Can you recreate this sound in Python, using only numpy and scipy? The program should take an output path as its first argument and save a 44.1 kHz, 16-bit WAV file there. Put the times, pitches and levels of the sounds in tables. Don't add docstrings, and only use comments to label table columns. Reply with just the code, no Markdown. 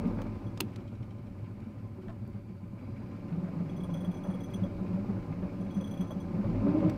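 import sys
import numpy as np
from scipy import signal
from scipy.io import wavfile
from scipy.ndimage import uniform_filter1d

SR = 44100
rng = np.random.default_rng(int(sys.argv[2]) if len(sys.argv) > 2 else 0)


def log_audio(samples):
    frames = np.atleast_2d(samples).T
    limited = np.clip(frames, -1, 1)
    pcm = np.round(limited * 32767).astype(np.int16)
    wavfile.write(sys.argv[1], SR, pcm)


def attenuation_scalar(level_db):
    decades = np.asarray(level_db, float) / 20
    return 10 ** decades


N = 307377
LOW_CUT_HZ = 24


def evened(x):
    return x / np.sqrt(np.mean(x ** 2) + 1e-20)


def curves(rows):
    s, *columns = np.transpose(rows)
    return [np.interp(np.arange(N) / SR, s, c) for c in columns]


def add(mix, s, sound):
    part = mix[round(s * SR):][:len(sound)]
    part += sound[:len(part)]


def steady(x, span_s):
    size = round(span_s * SR)
    power = uniform_filter1d(uniform_filter1d(x ** 2, size), size)
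    return x / np.sqrt(abs(power) + 1e-20)


def resonate(x, hz, width):
    return signal.lfilter(*signal.iirpeak(hz, hz / width, SR), x)


def band(x, lo_hz, hi_hz):
    return signal.sosfilt(signal.butter(2, [lo_hz, min(hi_hz, SR / 2.1)], "bandpass", fs=SR, output="sos"), x)


def noise(points, patchy_db):
    frames, hz = N // 256 + 5, np.fft.rfftfreq(1024, 1 / SR)
    a, b, patches = rng.standard_normal((frames, 513, 3)).T
    patches = evened(uniform_filter1d(uniform_filter1d(patches, size=10, axis=0), size=10, axis=1))
    f, level_db = np.transpose(points)
    colour_db = np.interp(np.log(hz + 1), np.log(f + 1), level_db)[:, None]
    spectra = (a + 1j * b) * attenuation_scalar(colour_db + patchy_db * patches)
    return evened(signal.istft(spectra, nperseg=1024, noverlap=768)[1][:N])


def rattle(modes, phases):
    t = np.arange(SR // 6) / SR
    return sum(attenuation_scalar(db - 60 * t / t60) * np.sin(2 * np.pi * hz * t + a) for (hz, db, t60), a in zip(modes, phases))


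def follow(part):
    # (time [s], effort [dB])
    effort = [(0.0, -46.5), (0.21, -48.5), (0.31, -52), (0.74, -54.5), (0.97, -57), (2.3, -58), (2.62, -60),
              (2.95, -55), (3.57, -51.5), (4.3, -51.5), (4.5, -51), (5.05, -50.5), (5.43, -51), (6.25, -51),
              (6.46, -48.5), (6.74, -43.5), (6.89, -42), (6.97, -49)]
    # (level at idle [dB], gain per dB of effort [dB])
    answers = [
        (4, 0.33),
        (-48, 0.87),
        (-54, 1.236),
        (-59, 1.1573),
        (-70.5, 0.8042),
        (-82.5, 1),
        (-94.5, 1.5),
    ]
    idle_db, share = answers[part]
    return idle_db + share * (curves(effort)[0] + 59)


def firings(turns):
    cylinder_db = [-5, -11, -4.5, -7.5, -4.5, -5]
    wander = evened(band(rng.standard_normal(N), 8, 120))
    steps = np.maximum.accumulate(6 * turns + .16 * wander + 1)
    count = steps.astype(int)
    luck = rng.standard_normal(1500)
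    strength = attenuation_scalar(np.take(cylinder_db, count % 6) + 2.8 * luck[count])
    push = evened(np.diff(count, prepend=count[0]) * strength)
    fading = 0.96 + np.exp(-(steps % 1) / 0.73)
    puff = evened(strength * fading * rng.standard_normal(N))
    return push + .9 * puff


def motor_body(turns):
    # (pitch [Hz], width [Hz], level [dB])
    barrel = [(40, 12, -13), (68, 20, -11), (103, 15, 0)]
    # (pitch [Hz], width [Hz], level [dB])
    leg = [(152, 20, -3), (179, 16, .5), (205, 18, -2)]
    # (pitch [Hz], width [Hz], level [dB])
    cowl = [(280.4, 20.3, 0.5), (312.3, 22, -4), (358, 17.8, -4.5)]
    # (pitch [Hz], width [Hz], level [dB])
    intake = [(480, 125, 10.5), (561, 13.7, 14), (757.5, 97, 6.5), (849, 95, -2), (1021, 27.4, 10.5),
              (1209, 27.5, 8), (459, 3.8, 0)]
    # (time [s], level [dB])
    heave = [(0.0, -46), (2.1, -49.5), (2.25, -43), (2.48, -50), (2.95, -47.5), (3.4, -53.5), (3.82, -49.5),
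             (4.25, -53), (4.68, -47), (4.97, -47), (5.39, -48), (5.86, -51), (6.89, -46.5), (6.97, -47)]
    drive, out = band(firings(turns), LOW_CUT_HZ, 900), np.zeros(N)
    for part, modes in enumerate((barrel, leg, cowl, intake)):
        ring = sum(attenuation_scalar(db) * resonate(resonate(drive, hz, 3 * w), hz, w) for hz, w, db in modes)
        level_db = follow(part)
        if part == 0:
            level_db = level_db + curves(heave)[0]
        out += attenuation_scalar(level_db) * steady(ring, .1)
    return out


def crank_shake(speed, turns):
    mount_hz, mount_width_hz, mount_db, shake_power = 41, 3.4, -40.5, .7
    nearness = 1 / np.hypot(1, (speed - mount_hz) / mount_width_hz)
    shake = attenuation_scalar(mount_db) * (speed / mount_hz) ** shake_power * nearness
    return np.sqrt(2) * shake * np.sin(2 * np.pi * turns)


def opening_swing():
    t = np.arange(N) / SR
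    return -attenuation_scalar(-26.5 - 60 * t / 0.089) * np.cos(2 * np.pi * 190 * t)


def clatter(turns):
    # (pitch [Hz], level per Hz [dB])
    clatter_colour = [(800, -30), (1300, -1), (1600, -4), (1950, -7.5), (2280, -2), (2620, -8), (3200, -15),
                      (4100, -20), (4650, -19), (5600, -26), (7500, -33), (10500, -45), (16000, -60)]
    luck = np.minimum(rng.standard_normal(400), 1)
    beat = np.exp(-(turns % 1) / 0.44) * attenuation_scalar(8.7 * luck[turns.astype(int)])
    rough = steady(noise(clatter_colour, patchy_db=1.25), 0.17)
    return attenuation_scalar(follow(part=4)) * rough * (1 + 0.44 * uniform_filter1d(beat, size=200))


def spray():
    # (pitch [Hz], level per Hz [dB])
    spray_colour = [(2350, -31), (4000, -1), (4830, -1), (6680, -10), (8930, -12), (10900, -16),
                    (15000, -16), (15600, -18)]
    sizes = attenuation_scalar(3.5 * np.minimum(rng.exponential(1, N), 5))
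    falls = rng.random(N) < 1500 / SR
    drops = sizes * falls * rng.choice([-1, 1], N)
    fizz = noise(spray_colour, patchy_db=.7) + 0.11 * evened(band(drops, 3200, 12000))
    return attenuation_scalar(np.minimum(follow(part=5), -72.5)) * fizz


def gears():
    hz, width_hz = 2250, 280
    rub = resonate(resonate(rng.standard_normal(N), hz, width_hz), hz, width_hz)
    return attenuation_scalar(follow(part=6)) * steady(rub, 0.17)


def still_air():
    # (pitch [Hz], level per Hz [dB])
    air_colour = [(3500, -30), (6500, -2), (9000, -3), (12000, -4), (15000, -4), (15600, -10)]
    return attenuation_scalar(-83 + .3) * noise(air_colour, patchy_db=1.5)


def bursts():
    # (time [s], peak level [dB], pitch [Hz])
    burps = [(0.045, -30, 180), (3.32, -29, 164), (3.376, -29, 175.6), (3.432, -30, 177.6),
             (3.563, -30.5, 167.7), (3.654, -35, 159), (3.719, -36.5, 167), (3.76, -37, 155),
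             (3.861, -40, 168), (3.921, -30.5, 162.5), (4.083, -25.5, 181), (4.289, -25, 188),
             (4.543, -34, 197), (4.624, -24.5, 186), (4.811, -29.5, 191.4), (4.898, -31.5, 188),
             (4.939, -25, 185), (5.095, -25.5, 199.4), (5.207, -39, 178), (5.291, -33, 159),
             (5.371, -39, 182.5), (5.433, -27.5, 184), (5.598, -28.5, 182.5), (5.998, -26, 186),
             (6.158, -31.5, 194), (6.301, -35.5, 210.4), (6.34, -27, 174), (6.388, -25, 199.6),
             (6.487, -26, 171.5), (6.543, -30, 258.6), (6.644, -23.5, 205), (6.69, -23, 179),
             (6.848, -23.5, 168.5)]
    # (time [s], peak level [dB], pitch [Hz])
    lumps = [(0.627, -34, 208), (1.24, -40, 213), (1.542, -37.5, 205), (1.667, -36, 213),
             (1.771, -41, 204.5), (1.975, -41, 205), (2.069, -36.5, 191), (2.149, -57, 170),
             (2.221, -33, 206), (2.351, -33.5, 195), (2.499, -36, 187), (2.627, -37, 184),
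             (2.734, -35.5, 184.6), (2.821, -38.5, 256), (2.874, -48, 260), (2.99, -34, 207),
             (3.239, -42, 207)]
    # (time [s], peak level [dB], pitch [Hz])
    pockets = [(3.487, -29.5, 172.4), (3.529, -37, 196), (3.971, -28.5, 174), (4.038, -33.5, 202),
               (4.228, -29.5, 178), (4.339, -26.5, 186), (4.482, -43, 157), (4.668, -32.5, 177),
               (4.849, -28, 180), (5.029, -40, 196), (5.138, -25, 190.6), (5.522, -34, 189),
               (5.657, -27, 192), (5.768, -23.5, 186.5), (5.827, -39, 214), (5.899, -30, 171),
               (6.061, -41, 157), (6.239, -34.5, 182)]
    # (time [s], peak level [dB], pitch [Hz], length [s])
    booms = [(0.093, -39, 124, 0.033), (0.005, -33, 93, 0.011), (0.235, -39, 102, 0.037),
             (0.365, -32, 98, 0.018), (4.585, -35, 104, 0.037), (5.25, -51, 104, 0.024),
             (5.47, -35, 97, 0.016), (5.86, -39, 96, 0.026), (6.23, -34.5, 96, 0.028),
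             (6.5, -33, 105, 0.087), (6.57, -33, 103, 0.046), (6.91, -49, 100.5, 0.053),
             (0.441, -37, 106, 0.022), (1.004, -32, 110, 0.02), (1.429, -35.5, 111, 0.018),
             (1.583, -40, 95, 0.013), (1.835, -38.5, 108, 0.034), (2.909, -40.5, 123.4, 0.048),
             (3.385, -31.5, 108, 0.008), (4.342, -37, 128, 0.011), (4.821, -40, 99, 0.015),
             (5.105, -33, 101.3, 0.041), (6.454, -28, 110, 0.012), (6.81, -41, 112, 0.021),
             (6.883, -28.5, 121, 0.015)]
    # (time [s], peak level [dB], pitch [Hz], length [s])
    kicks = [ (3.605, -30.5, 178, 0.022), (3.8, -35.5, 181.5, 0.055), (4.0, -37.5, 181.5, 0.047),
             (4.99, -28.5, 197, 0.024), (6.86, -39.5, 613, 0.034), (0.065, -27.5, 235, 0.013),
             (0.175, -27.5, 185, 0.01), (5.72, -35.5, 201.4, 0.12), (2.23, -42, 207, 0.017),
             (0.042, -36, 444, 0.011), (1.983, -45, 372, 0.026), (2.04, -45, 369, 0.022),
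             (4.638, -40, 566, 0.018), (4.969, -40.5, 568, 0.023), (5.093, -44.5, 376, 0.036),
             (5.423, -41, 370, 0.013), (6.012, -42, 372, 0.016), (6.335, -42, 364, 0.013),
             (6.446, -36.5, 565, 0.0064), (6.508, -38, 384, 0.0081), (6.663, -32.5, 393, 0.024),
             (6.749, -39, 581, 0.02), (6.826, -35, 562, 0.025)]
    rows = [(s, db, hz, 0.034 - .0012 * (db + 37.0)) for s, db, hz in burps]
    rows += [(s, db - 4.0, hz, .022) for s, db, hz in list(lumps) + list(pockets)]
    rows += list(booms) + list(kicks)
    out = np.zeros(N)
    for (s, db, hz, length), start in zip(rows, rng.random(len(rows))):
        t = np.arange(round(5 * length * SR)) / SR
        u = t / max(length, .006) * 1.49
        shape = (u * np.exp(1 - u)) ** 1.4
        slap = attenuation_scalar(-25) * evened(band(rng.standard_normal(len(t)), 330, 780))
        tone = np.sin(2 * np.pi * (hz * t + start))
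        add(out, max(s - .007, 0), attenuation_scalar(db + 1.06) * shape * (tone + slap))
    return out


def puffs():
    # (time [s], peak level [dB], centre pitch [Hz])
    puff_rows = [(0.038, -39, 462), (0.107, -37, 520), (0.184, -32, 552), (0.255, -41, 594),
                 (1.348, -49, 600), (2.085, -42.5, 648), (2.355, -48, 516), (2.812, -47, 510),
                 (3.386, -49, 560), (3.436, -42, 570), (3.471, -41, 630), (3.541, -46, 577),
                 (3.592, -42, 550), (3.84, -44, 580), (3.893, -42, 570), (3.949, -37, 566),
                 (3.991, -43, 562), (4.04, -37.5, 567), (4.135, -44, 574), (4.174, -47, 576),
                 (4.245, -34.5, 565), (4.301, -37, 540), (4.345, -40, 527), (4.482, -40.5, 580),
                 (4.585, -41.5, 584), (4.64, -39, 550), (4.784, -40.5, 580), (4.907, -44, 545),
                 (4.956, -41.5, 580), (5.093, -37.5, 455), (5.161, -38.5, 530), (5.284, -50, 580),
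                 (5.424, -37.5, 580), (5.466, -40.5, 541), (5.601, -52, 544), (5.76, -43, 554),
                 (5.805, -39, 560), (5.886, -44, 517), (6.014, -41, 570), (6.05, -46, 575),
                 (6.105, -37, 577), (6.289, -46, 546), (6.357, -44, 560), (6.387, -44, 544),
                 (6.446, -36.5, 575), (6.539, -39, 594), (6.667, -32.5, 584), (6.735, -40, 604),
                 (6.826, -39, 560)]
    out, t = np.zeros(N), np.arange(SR // 12) / SR
    shape = (t / 0.012 * np.exp(1 - t / .011)) ** 0.93
    for (s, db, hz), grain in zip(puff_rows, rng.standard_normal((len(puff_rows), len(t)))):
        pitched = evened(resonate(resonate(grain, hz, 110), hz, 110))
        colour = pitched + .75 * evened(band(grain, 330, 1300))
        add(out, max(s - .004, 0), attenuation_scalar(db - 10.0) * shape * colour)
    return band(out, 200, 1700)


def snaps():
    # (time [s], 4-11 kHz peak level [dB],
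    # 0.5-1.4 kHz level [dB], 1.4-4 kHz level [dB], 11-15 kHz level [dB])
    snap_rows = [(0.0727, -63, -2, -3, -5), (0.217, -62.5, 22.5, 14.5, 5), (0.574, -61.5, 19, 18.5, -10),
                 (0.7596, -65, -12, 20, 0), (1.6023, -77.5, 3, 19, -19), (2.082, -75.5, 29.5, -3, -23),
                 (2.094, -76.5, 27, 14, -23), (2.102, -81, 35, 6, -23), (2.126, -82, 27, 9, -23),
                 (2.275, -68, -6, -26, 5), (2.297, -78, -6, -6, 8), (3.1633, -74, 7, 8, -23),
                 (6.896, -62.5, 26.5, 18, 5)]
    out, t = np.zeros(N), np.arange(SR // 6) / SR
    after = np.maximum(t - .002, 0)
    shape = np.minimum(t / .001, 1) * (attenuation_scalar(-60 * after / .02) + attenuation_scalar(-16 - 60 * t / .055))
    thump = rattle([(382, -12, .16), (315, -14, .16)], (0, 0)) * np.minimum(t / .008, 1)
    for s, db, body_db, low_db, top_db in snap_rows:
        grain, fine = rng.standard_normal((2, len(t)))
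        body = evened(band(grain, 530, 1920))
        low = evened(band(grain, 1460, 5070) + 2.5 * resonate(grain, 2400, 180))
        high = evened(band(grain, 3800, 8500) + .8 * resonate(grain, 8660, 300))
        top = evened(band(fine, 10300, 19000))
        colour = attenuation_scalar(body_db) * body + attenuation_scalar(low_db) * low + high + attenuation_scalar(top_db) * top
        add(out, s, attenuation_scalar(db) * (attenuation_scalar(-5) * colour * shape + thump))
    add(out, 2.06, attenuation_scalar(-35) * np.hanning(2200))
    return out


def ticks():
    # (time [s], peak level [dB], 1.4-4 kHz level against it [dB])
    tick_rows = [
        (0.1491, -64, 7),
        (0.7014, -69, 8),
        (0.7194, -64, -2),
        (0.7357, -62, 0),
        (1.8761, -68, 0),
        (2.0143, -67, 5),
        (2.6784, -72, 8),
        (2.076, -68, -8),
        (1.43, -68, 6),
        (3.17, -66, 0),
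    ]
    out, t = np.zeros(N), np.arange(SR // 30) / SR
    for (s, db, low_db), (a, b) in zip(tick_rows, rng.standard_normal((len(tick_rows), 2, len(t)))):
        colour = evened(band(a, 5000, 15500)) + attenuation_scalar(low_db - 16) * evened(band(b, 1400, 3300))
        add(out, s, attenuation_scalar(db - 6 - 60 * t / .014) * colour)
    return out


def fitting():
    # (time [s], first tone level [dB],
    # second tone level [dB], third pair level [dB], upper tones level [dB])
    jingles = [(3.694, -58, -15, -17, -22), (3.7654, -59.5, -8, -11, -12), (3.802, -57, -27, -19, -20),
               (3.8357, -53, -20, -10, -17), (3.902, -60, -12, -19, -20), (3.938, -48.5, -15, -15, -15),
               (3.9705, -55, -18, -13, -21), (4.006, -55, -16, -9, -15), (4.046, -49, -22, -18, -20),
               (4.1121, -60, -12, -12, -14), (4.1426, -59.5, -4.5, -16, -12), (4.1704, -59, -17, -10, -19),
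               (4.2374, -57, -10, -11, -13), (4.269, -66, -11, -6, -14), (4.3036, -57.5, -15, -12, -17),
               (4.34, -56, -20, -12, -15), (4.4039, -57, -10, -11, -14), (4.4368, -53.5, -9, -11, -11),
               (4.501, -63, -12, -13, -12), (4.5378, -46, -12.5, -11.5, -16), (4.636, -52.5, -20, -22, -20)]
    # (time [s], first [dB], second [dB], third pair [dB], upper [dB])
    late_jingles = [(5.608, -66, -8, -7, -13), (5.6436, -67, -11, -11, -17), (5.708, -55.5, -16, -22, -22),
                    (5.7446, -54.5, -11, -14, -19), (5.772, -63, -5, -8, -12),
                    (5.8085, -55.5, -8, -11, -15), (5.8426, -49, -18, -18, -19),
                    (5.8724, -56.5, -11, -10, -16), (5.91, -54.5, -7, -10, -11),
                    (5.938, -56, -13, -17.5, -13), (5.973, -56, -13, -15, -17),
                    (6.0084, -48, -13, -15, -16), (6.0711, -62, -8, -14, -15), (6.1072, -49, -14, -19, -15),
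                    (6.202, -56, -11, -15, -15)]
    # (pitch [Hz], level [dB], time to fall 60 dB [s])
    upper_tones = [(10080, -11, .08), (10950, -10, .07), (11640, -13, .08), (12139, -5, .1),
                   (12920, -10, .08), (13631, -7, .07), (14700, -17, .06), (15380, -9, .07)]
    out, t = np.zeros(N), np.arange(SR // 6) / SR
    rise = 1 - np.exp(-(t / .0045) ** 2)
    taps = list(jingles) + list(late_jingles) + [(.468, -60, -17, -17, -24)]
    for (s, db, second_db, third_db, upper_db), luck in zip(taps, rng.standard_normal((len(taps), 18, 2))):
        bend = 1 + .001 * luck[-1, 0]
        lean_db = 3 * luck[-2, 0]
        modes = [(3327, -5.5, 0.08), (3380, -13.0, 0.08), (3095, -20, .06),
                 (6065, second_db - 3, 0.15),
                 (9050, third_db - 8.5 + lean_db, 0.1), (8963, third_db - 11, 0.08),
                 (9170, third_db - 13, .06), (9518, third_db - 7.5 - lean_db, 0.14)]
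        modes += [(f, g + upper_db - 3.2 + 4.2 * min(a, 1), d) for (f, g, d), a in zip(upper_tones, luck[:, 0])]
        chatter = 1 + .22 * evened(band(rng.standard_normal(len(t)), 30, 160))
        tick = attenuation_scalar(upper_db - 9 - 60 * t / 0.05) * evened(band(rng.standard_normal(len(t)), 4000, 16000))
        ring = rattle([(f * bend, g, d) for f, g, d in modes], np.pi * luck[:, 1])
        add(out, s - .003, attenuation_scalar(db + 9.0) * (ring * chatter + tick) * rise)
    return out


def crack():
    # (time [s], level [dB])
    crack_slips = [
        (.6034, -9),
        (.6044, -3),
        (.6051, 0),
        (.6059, 0),
        (.6068, -5),
        (.6078, -6),
        (.609, -10),
    ]
    # (pitch [Hz], width [Hz], level [dB])
    crack_rings = [(600, 300, -4), (930, 200, -3), (1750, 500, -9), (2600, 230, 2), (3280, 300, -4),
                   (4160, 200, -8), (4900, 500, -8), (6250, 500, -6), (7570, 300, -6), (8660, 240, -3),
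                   (11080, 500, -6), (12500, 600, -7), (13930, 300, -7), (15300, 700, -9)]
    # (time [s], peak level [dB], pitch [Hz], time to fall 60 dB [s])
    pings = [
        (6.8975, -53, 5750, .02),
        (6.898, -62, 7800, .04),
        (6.897, -56, 14100, .015),
        (6.897, -57, 15100, .015),
        (2.084, -52, 1750, .03),
        (2.103, -53, 1800, .04),
        (.5745, -54, 4300, .015),
    ]
    out, t = np.zeros(N), np.arange(SR // 8) / SR
    start = crack_slips[0][0]
    grain, fine = rng.standard_normal((2, len(t)))
    slips = sum(attenuation_scalar(db - 60 * np.maximum(t - s + start, 0) / 0.0073) * (t >= s - start) for s, db in crack_slips)
    rustle = attenuation_scalar(-14 - 60 * t / .065) * evened(band(fine, 460, 3800) + 0.11 * fine)
    drive = slips * grain + rustle
    ring = sum(attenuation_scalar(db) * resonate(drive, hz, w) * np.sqrt(3000 / w) for hz, w, db in crack_rings)
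    thump = rattle([(375.5, -31.5, 0.14), (312, -33, 0.21)], (0, 0))[:len(t)] * np.minimum(t / .008, 1)
    add(out, start, attenuation_scalar(-28.5) * (ring + .5 * drive) + thump)
    for s, db, hz, t60 in pings:
        add(out, s, rattle([(hz, db, t60)], (0,))[:len(t)] * np.minimum(t / 0.00089, 1))
    return out


def knocks():
    # (time [s], peak level [dB])
    knock_rows = [
        (0.8036, -56),
        (0.8744, -55),
        (0.9477, -54),
        (1.0236, -54),
        (1.1044, -55),
        (1.1792, -58),
        (1.2635, -57),
        (1.4394, -60),
        (2.0194, -61),
    ]
    # (pitch [Hz], level [dB], time to fall 60 dB [s])
    block = [(2300, 0, .09), (3100, -3, .07), (3900, -9, .07), (5450, -9, .05), (7600, -16, .04)]
    out, t = np.zeros(N), np.arange(SR // 10) / SR
    for (s, db), luck in zip(knock_rows, rng.standard_normal((len(knock_rows), 5))):
        ring = sum(attenuation_scalar(g + 2 * a - 60 * t / d) * evened(resonate(rng.standard_normal(len(t)), f, 190))
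                   for (f, g, d), a in zip(block, luck))
        add(out, s, attenuation_scalar(db - 7) * ring * np.minimum(t / .006, 1))
    return out


def pump_whine():
    # (time [s], pitch [Hz], level [dB])
    whine_rows = [
        (2.18, 4600, -105),
        (2.25, 4600, -84),
        (2.6, 4550, -86),
        (2.7, 4650, -97),
        (2.85, 4720, -83),
        (3.12, 4780, -83),
        (3.2, 4780, -105),
    ]
    hz, whine_db = curves(whine_rows)
    fuzz = evened(band(rng.standard_normal(N), 4, 50))
    spin = 2 * np.pi * np.cumsum(hz * (1 + .006 * fuzz)) / SR
    late = np.clip((hz - 4620) / 80, 0, 1)
    return attenuation_scalar(whine_db + 1.5) * (1 + 0.5 * fuzz) * (np.sin(spin) + .7 * late * np.sin(.84 * spin))


def firing_note(speed):
    # (time [s], peak level [dB])
    surges = [
        (6.49, -35),
        (6.555, -35),
        (6.65, -29),
        (6.676, -27),
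        (6.703, -29),
        (6.761, -24.5),
        (6.772, -23.5),
        (6.783, -26.5),
        (6.845, -37),
        (6.875, -26.5),
    ]
    t = np.arange(N) / SR
    note_db = np.max([db - 420 * np.maximum(s - t, 2 * (t - s)) for s, db in surges], axis=0)
    flutter = evened(band(rng.standard_normal((2, N)), 11.0, 46))
    phase = 2 * np.pi * np.cumsum(6 * speed * (1 + .01 * flutter[0])) / SR
    note = np.sin(phase) + attenuation_scalar(-16.0) * np.sin(2 * phase)
    return np.sqrt(2) * attenuation_scalar(note_db + 2.5 * flutter[1]) * note


def yard(x):
    t = np.arange(SR // 4) / SR
    echoes = rng.random(len(t)) < .05
    tail = rng.standard_normal(len(t)) * echoes * attenuation_scalar(-60 * t / 0.14) * (t > .006)
    return x + attenuation_scalar(-30) * signal.fftconvolve(x, tail / np.linalg.norm(tail))[:N]


def scene():
    # (time [s], crank turns per second [Hz])
    crank = [(0.0, 38.1), (0.25, 37.2), (0.47, 29.0), (0.89, 13.8), (1.3, 12.3), (2.68, 13.1), (3.28, 24.8),
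             (3.57, 27.7), (3.98, 28.8), (4.6, 29.3), (5.01, 30.8), (5.69, 28.9), (6.31, 29.3),
             (6.484, 35.7), (6.62, 45.8), (6.79, 52.4), (6.886, 51.9), (6.97, 49.5)]
    speed = curves(crank)[0]
    turns = np.cumsum(speed) / SR
    motor = motor_body(turns) + crank_shake(speed, turns) + opening_swing() + firing_note(speed)
    gas = bursts() + puffs()
    hiss = clatter(turns) + spray() + gears() + still_air() + pump_whine()
    small = snaps() + ticks() + fitting() + crack() + knocks()
    return (motor + gas + hiss + yard(small))[None]


def band_limit(x):
    return signal.sosfilt(signal.butter(12, 16440, fs=SR, output="sos"), x)


def record(dry):
    cut = signal.sosfilt(signal.butter(2, LOW_CUT_HZ, "highpass", fs=SR, output="sos"), dry)
    top_cut = signal.firwin(801, 15740, window=("kaiser", 7), fs=SR)
    mix = signal.oaconvolve(cut, top_cut[None], "same")
    return band_limit(mix)


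dry = scene()
out = record(dry)
log_audio(out)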